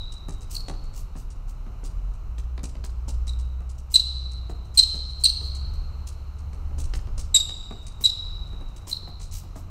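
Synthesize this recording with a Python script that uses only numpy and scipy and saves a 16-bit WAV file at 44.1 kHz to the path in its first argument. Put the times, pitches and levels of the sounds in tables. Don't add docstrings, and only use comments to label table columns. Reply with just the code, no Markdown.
import sys
import numpy as np
from scipy import signal
from scipy.fft import rfft, irfft, next_fast_len
from scipy.io import wavfile
from scipy.ndimage import uniform_filter1d

SR = 44100
rng = np.random.default_rng(int(sys.argv[2]) if len(sys.argv) > 2 else 0)


def wav_record(signal):
    frames = np.transpose(np.atleast_2d(signal))
    bounded = np.clip(frames, -1, 1)
    quanta = np.round(bounded * 32767).astype(np.int16)
    wavfile.write(sys.argv[1], SR, quanta)


def undo_db(level):
    steps = np.asarray(level, float) / 20
    return 10 ** steps


N = 427769
LEAD = SR // 4

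# frequency_hz, density_db (per Hz)
VENTILATION = [(59, -11.5), (100, 1), (266, -18.5), (558, -23), (1310, -22), (1720, -37), (2930, -33),
               (3400, -46.5), (4110, -34), (4570, -45), (6020, -40), (8460, -48), (10500, -52),
               (14400, -47.5), (16000, -68.5)]
VENTILATION_DB = -49.5
# frequency_hz, density_db (per Hz)
TRAFFIC_SPECTRUM = [(12, -3.5), (22, 14), (40, 13.5), (70, 5.5), (120, -6), (220, -31.5)]
TRAFFIC_DB = -36
PASS_S, PASS_WIDTH_S, PASS_DB = 7.3, 0.96, 6
# time_s, firing_hz, level_db
TRUCK_ENGINE = [(0.0, 33.58, -41.5), (0.94, 33.57, -36), (1.78, 33.93, -31), (2.11, 46.9, -26),
                (2.19, 49.66, -38), (2.46, 61.34, -25), (2.73, 60.52, -35), (3.16, 59.14, -24),
                (3.83, 66.06, -31.5), (4.51, 60.9, -31.5), (5.46, 67.28, -32), (7.24, 72.14, -37),
                (7.97, 80.55, -50), (8.05, 86.5, -43), (8.16, 81.95, -37.5), (8.37, 89.1, -48.5),
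                (9.43, 83.6, -41.5), (9.7, 86.5, -42)]
# time_s, firing_hz, level_db
CAR_ENGINE = [
    (4.3, 83.5, -48),
    (4.7, 90, -45),
    (5.1, 86.3, -52),
    (5.45, 88.5, -41),
    (6.5, 87.2, -46.5),
    (6.9, 86.8, -57.5),
]

# centre_hz, t60_s, level_db
REVERBERATION = [(147, .9, -5), (500, 1.0, 0), (1510, 4.4, -12.5), (4000, 1.1, -5.5), (8000, 0.51, -11),
                 (13100, .45, -13)]
# delay_s, level_db
REFLECTIONS = [
    (0.0144, -2.5),
    (0.0284, -11),
    (.054, -11),
]
EARLY_T60_S, EARLY_DB = 0.28, -7
# frequency_hz, gain_db
CASE_RESPONSE = [(2900, 1), (3400, -3.5), (3700, -1), (9300, -1), (10500, -5.5), (11800, 1.5), (15700, -5),
                 (16100, -52.5)]

# start_s, level_db, top_db (under level), length_s
SLIDING_SOLES = [(0.5145, -31.5, 2, 0.08), (0.951, -36.5, 0.5, 0.095), (1.174, -40, -1.5, 0.069),
                 (1.485, -45, -1, 0.048), (1.845, -33, -8.5, 0.037), (2.639, -26.5, -16, 0.016),
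                 (3.083, -29, -13, 0.027), (3.274, -31, -11, 0.031), (6.073, -36, -5.5, 0.032),
                 (6.7894, -31, -7.5, 0.038), (6.943, -31, -7, 0.036), (7.186, -26, -10, 0.036),
                 (8.012, -34.5, 8, 0.039), (8.8794, -25.5, 0, 0.055), (9.212, -37, -11, 0.076),
                 (9.33, -31.5, 0, 0.097), (9.565, -42.5, 2, 0.06), (3.915, -35, 5, 0.069),
                 (4.747, -31.5, -6, .033), (5.203, -38.5, -1, 0.038), (0.413, -38, -9, 0.033),
                 (4.951, -37.5, -5.5, 0.041), (5.418, -44, -2, 0.11), (5.1, -45, -10, .03)]
# start_s, level_db, top_db (under level)
TREAD_TOUCHES = [(.1215, -33.5, -16), (0.2866, -36, -17), (.3242, -37, -10), (0.6835, -34, -16),
                 (.839, -45.5, -7), (1.306, -33, -18.5), (2.1395, -46.5, -19), (2.383, -35, -8),
                 (2.69, -38, -16), (2.8433, -33.5, -4), (3.391, -36.5, -15), (3.6944, -38, -15),
                 (3.784, -39.5, -6), (4.316, -41, -16), (4.4968, -39, -4), (4.65, -45.5, -7),
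                 (7.8245, -47, -8), (5.5513, -32.5, -11), (5.7384, -42.5, -1), (6.3856, -41.5, -18),
                 (6.534, -44, -13), (6.839, -36, -14), (7.4918, -32, -10), (7.5204, -40, -3.5),
                 (7.869, -32, -13), (8.4731, -47.5, -12), (8.6852, -49, -10), (8.765, -36.5, -7),
                 (9.079, -47, 2)]
TOUCH_S = 0.017
# frequency_hz, density_db (per Hz)
FRICTION_SPECTRUM = [(1200, -27), (2000, -15.5), (2900, -7), (4200, -5), (5300, 0), (7000, 1.5), (8800, -2),
                     (13000, -16), (15500, -9)]

# start_s, thud_db, click_db (under thud)
HEEL_LANDINGS = [(0.283, -26.5, -11.5), (.695, -25.5, -13), (1.152, -27.5, -27), (1.83, -33.5, -31),
                 (2.631, -28, -10), (3.604, -33.5, -19), (4.494, -27.5, -35), (4.94, -31.5, -15),
                 (5.41, -36.5, -15), (6.707, -36.5, -24), (6.78, -31, -16.5), (7.175, -30, -20),
                 (8.529, -35.5, -19), (8.608, -34, -20), (9.026, -40, -19), (9.073, -30.5, -38),
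                 (9.434, -35.5, -15), (9.556, -27, -25)]
# start_s, thud_db, slap_db (against thud)
FLAT_LANDINGS = [(0.681, -26.5, -1.5), (1.663, -36, -16), (2.38, -38.5, 4.5), (2.576, -30.5, 0),
                 (2.751, -36.5, -1), (2.838, -33, 4), (3.079, -29.5, -16), (3.27, -43.5, 2),
                 (6.529, -42.5, 1), (6.935, -31, 8.5), (7.07, -35, -7), (7.346, -36.5, 12.5),
                 (7.491, -37, 8.5), (7.707, -27.5, -7), (8.007, -36, -10), (8.87, -35, -5), (9.2, -43, 6)]
HEEL_SLAP_DB, FLAT_CLICK_DB, BOARD_HZ = -21, -19, 168.2

# start_s, length_s, slip_hz (mean), level_db, octave_db
RUBBER_SQUEAKS = [
    (-.15, 0.0238, 3882, -26.5, -11),
    (0.551, 0.0057, 4310, -25, -7.5),
    (3.278, .009, 3855, -37, -6),
    (3.94, 0.015, 4010, -11.5, -5),
    (4.773, 0.016, 4106, -8.5, -4.5),
    (5.237, 0.016, 4188, -10, -4),
    (7.342, 0.023, 3786, -12.5, -0.5),
    (8.038, 0.0171, 3864, -14.5, -7.5),
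    (8.913, 0.0078, 4024, -27.5, -12),
]
# multiple, level_db (under the octave)
UPPER_HARMONICS = [(3, -18), (4, -35.5)]
SAG, SCOOP, WAVER = 0.079, 0.02, 0.009
FIRMEST = 0.39
STEADY_HZ, RAGGED_HZ, RAGGED_DB = 3880, 4130, 9
CHATTER_DB = -16.5
UPWARD_DB = 0.74


def level(x, db):
    return x * undo_db(db) / np.sqrt(np.mean(x ** 2))


def colour(x, points):
    size = next_fast_len(len(x) + 4096)
    hz, db = np.transpose(points)
    log_f = np.log(np.arange(size // 2 + 1) * SR / size + 1)
    gain = undo_db(np.interp(log_f, np.log(hz), db))
    return irfft(rfft(x, size) * gain, size)[:len(x)]


def band(x, lo_hz, hi_hz):
    return signal.sosfilt(signal.butter(2, [lo_hz, hi_hz], "band", fs=SR, output="sos"), x)


def walk(rate, size=N):
    hold = int(SR / rate)
    steps = np.repeat(rng.standard_normal(size // hold + 1), hold)
    return 2.58 * uniform_filter1d(uniform_filter1d(steps, hold), hold)[:size]


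def curve(table):
    s, *columns = np.transpose(table)
    return [np.interp(np.arange(N) / SR, s, c) for c in columns]


def add(track, s, sound):
    part = track[LEAD + int(s * SR):][:len(sound)]
    part += sound[:len(part)]


def ventilation():
    air = colour(rng.standard_normal(N), VENTILATION + [(16500, -74.0)])
    return level(air, VENTILATION_DB + 3) * undo_db(0.67 * walk(2.0))


def traffic():
    t = np.arange(N) / SR
    swell = undo_db(1.5 * walk(3))
    rumble = level(colour(rng.standard_normal(N), TRAFFIC_SPECTRUM + [(400, -120)]), 0)
    passing = np.exp(-((t - PASS_S) / PASS_WIDTH_S) ** 2)
    return rumble * swell * undo_db(TRAFFIC_DB + PASS_DB * passing)


def engine(table, second_db=-22):
    hz, db = curve(table)
    t = np.arange(N) / SR
    rise, fall = t - table[0][0] + 0.41, table[-1][0] + 0.22 - t
    fade = np.clip(np.minimum(rise, fall) / 0.13, 0, 1)
    phase = 2 * np.pi * np.cumsum(hz * (1 + 0.0066 * walk(6.1))) / SR
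    tone = np.sin(phase) + undo_db(second_db) * np.sin(2 * phase)
    return fade * undo_db(db + 1 + 0.87 * walk(5.7)) * tone


def background():
    return ventilation() + traffic() + engine(TRUCK_ENGINE) + engine(CAR_ENGINE, second_db=-59)


def hall(x):
    t = np.arange(int(1.6 * SR)) / SR
    reply = np.zeros(len(t))
    between = [np.sqrt(a[0] * b[0]) for a, b in zip(REVERBERATION, REVERBERATION[1:])]
    edges = [60.] + between + [18000.]
    for (hz, t60, db), lo, hi in zip(REVERBERATION, edges, edges[1:]):
        fade = np.exp(-np.log(1000) * t / t60) * np.clip((t - 0.006) / 0.0028, 0, 1)
        tail = band(rng.standard_normal(len(t)), lo, hi) * fade
        reply += undo_db(db) * tail / np.sqrt(np.sum(fade ** 2))

    fade = np.exp(-np.log(1000) * t / EARLY_T60_S) * np.clip((t - 0.004) / 0.006, 0, 1)
    early = band(rng.standard_normal(len(t)), 2500, 14000) * fade
    reply += undo_db(EARLY_DB) * early / np.sqrt(np.sum(fade ** 2))

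    for s, db in REFLECTIONS:
        scatter = 0.11 * rng.standard_normal(200) * np.exp(-t[:200] / 0.002)
        scatter[0] += 1
        reply[int(s * SR):][:200] += undo_db(db) * band(scatter, 130, 11000)
    return signal.fftconvolve(x, reply)[:len(x)]


def scuffs():
    body, top = np.zeros((2, N + LEAD))
    touches = [(*row, TOUCH_S) for row in TREAD_TOUCHES]
    for s, db, top_db, length in SLIDING_SOLES + touches:
        u = np.linspace(0, 1, int(np.clip(length, 0.004, 0.12) * SR))
        onset = np.clip(u * length / 0.0015, 0, 1)
        pressure = (1 - u ** 3) * (0.5 + 0.76 * np.sin(np.pi * u))
        drag = undo_db(db - 14) * onset * pressure
        add(body, s - 0.21 * length, drag)
        add(top, s - 0.1 * length, drag * undo_db(top_db - 0.5))
    grain = undo_db(2 * walk(400, size=len(body)))
    hiss = colour(rng.standard_normal(len(body)) * grain, FRICTION_SPECTRUM)
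    high = colour(hiss, [(10000, -60), (10800, 0)])
    return body * level(hiss - high, 0) + top * level(high, 0)


def taps():
    out, t = np.zeros(N + LEAD), np.arange(2600) / SR
    landings = [(s, db, HEEL_SLAP_DB, click_db) for s, db, click_db in HEEL_LANDINGS]
    landings += [(*row, FLAT_CLICK_DB) for row in FLAT_LANDINGS]
    board_tone = 0.12 * np.sin(2 * np.pi * BOARD_HZ * t)
    for s, db, slap_db, click_db in landings:
        low, mid, high, top = rng.standard_normal((4, len(t)))
        boom = undo_db(9.5) * band((low + board_tone) * np.exp(-t / 0.01), 110, 400)
        knock = undo_db(2.5 + 0.1 * slap_db) * band(mid * np.exp(-t / 0.0065), 490, 1200)
        slap = undo_db(slap_db) * band(high * np.exp(-t / 0.003), 1700, 4500)
        click = undo_db(click_db + 8.0) * band(top * np.exp(-t / 0.00076), 3600, 9200)
        add(out, s + 0.002, undo_db(db) * (boom + knock + slap + click))
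    return out


def squeaks():
    near, room = np.zeros((2, N + LEAD))
    for s, length, hz, db, octave_db in RUBBER_SQUEAKS:
        u = np.linspace(0, 1, int(length * SR))
        waver, flutter, beat = (walk(rate, size=2000)[:len(u)] for rate in (900, 400, 600))
        grit = rng.standard_normal((2, 2000))[:, :len(u)]
        ragged = np.clip((hz - STEADY_HZ) / (RAGGED_HZ - STEADY_HZ), 0, 1)

        glide = SAG * (0.5 - u) + SCOOP * np.exp(-u / 0.041) + WAVER * waver
        rate = hz * (1 + (0.64 + 0.69 * ragged) * glide)
        phase = 2 * np.pi * np.cumsum(rate) / SR
        swell = 0.69 + 0.35 * np.exp(-((u - FIRMEST) / 0.54) ** 2)
        ends = np.clip(np.minimum(u / 0.14, (1 - u) / 0.32), 0, 1)
        grip = undo_db(db - 0.5 + 0.65 * flutter) * swell * ends

        low = np.sin(phase)
        upper = sum(undo_db(d) * np.sin(k * phase + 0.6 * beat) for k, d in UPPER_HARMONICS)
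        over = np.sin(2 * phase + 0.45 * waver) + upper
        over = undo_db(octave_db + 1.5 * beat - 0.9 * u) * over

        chatter = band(band(grit[0], 2500, 12000), 2900, 8000)
        fringe = band(grit[1], 1.1 * hz, 1.334 * hz)
        fringe = undo_db(-4.0 + RAGGED_DB * ragged + 5.9 * u) * fringe
        rough = undo_db(CHATTER_DB + ragged) * (chatter + fringe)

        upward = undo_db(UPWARD_DB - 0.67 * octave_db) * low
        add(near, s, grip * (low + over + rough))
        add(room, s, grip * (upward + undo_db(-6.0) * over + undo_db(7) * rough))
    return near, room


def scene():
    near, room = squeaks()
    steps, slides = taps(), scuffs()
    echoes = hall(room + undo_db(-4.5) * steps + undo_db(-3.5) * slides)
    feet = colour(near + steps + slides + echoes, CASE_RESPONSE)
    return (feet[LEAD:] + background())[None]


def band_limit(x):
    return signal.sosfilt(signal.butter(12, 16480, fs=SR, output="sos"), x)


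def record(dry):
    return band_limit(dry)


dry = scene()
out = record(dry)
wav_record(out)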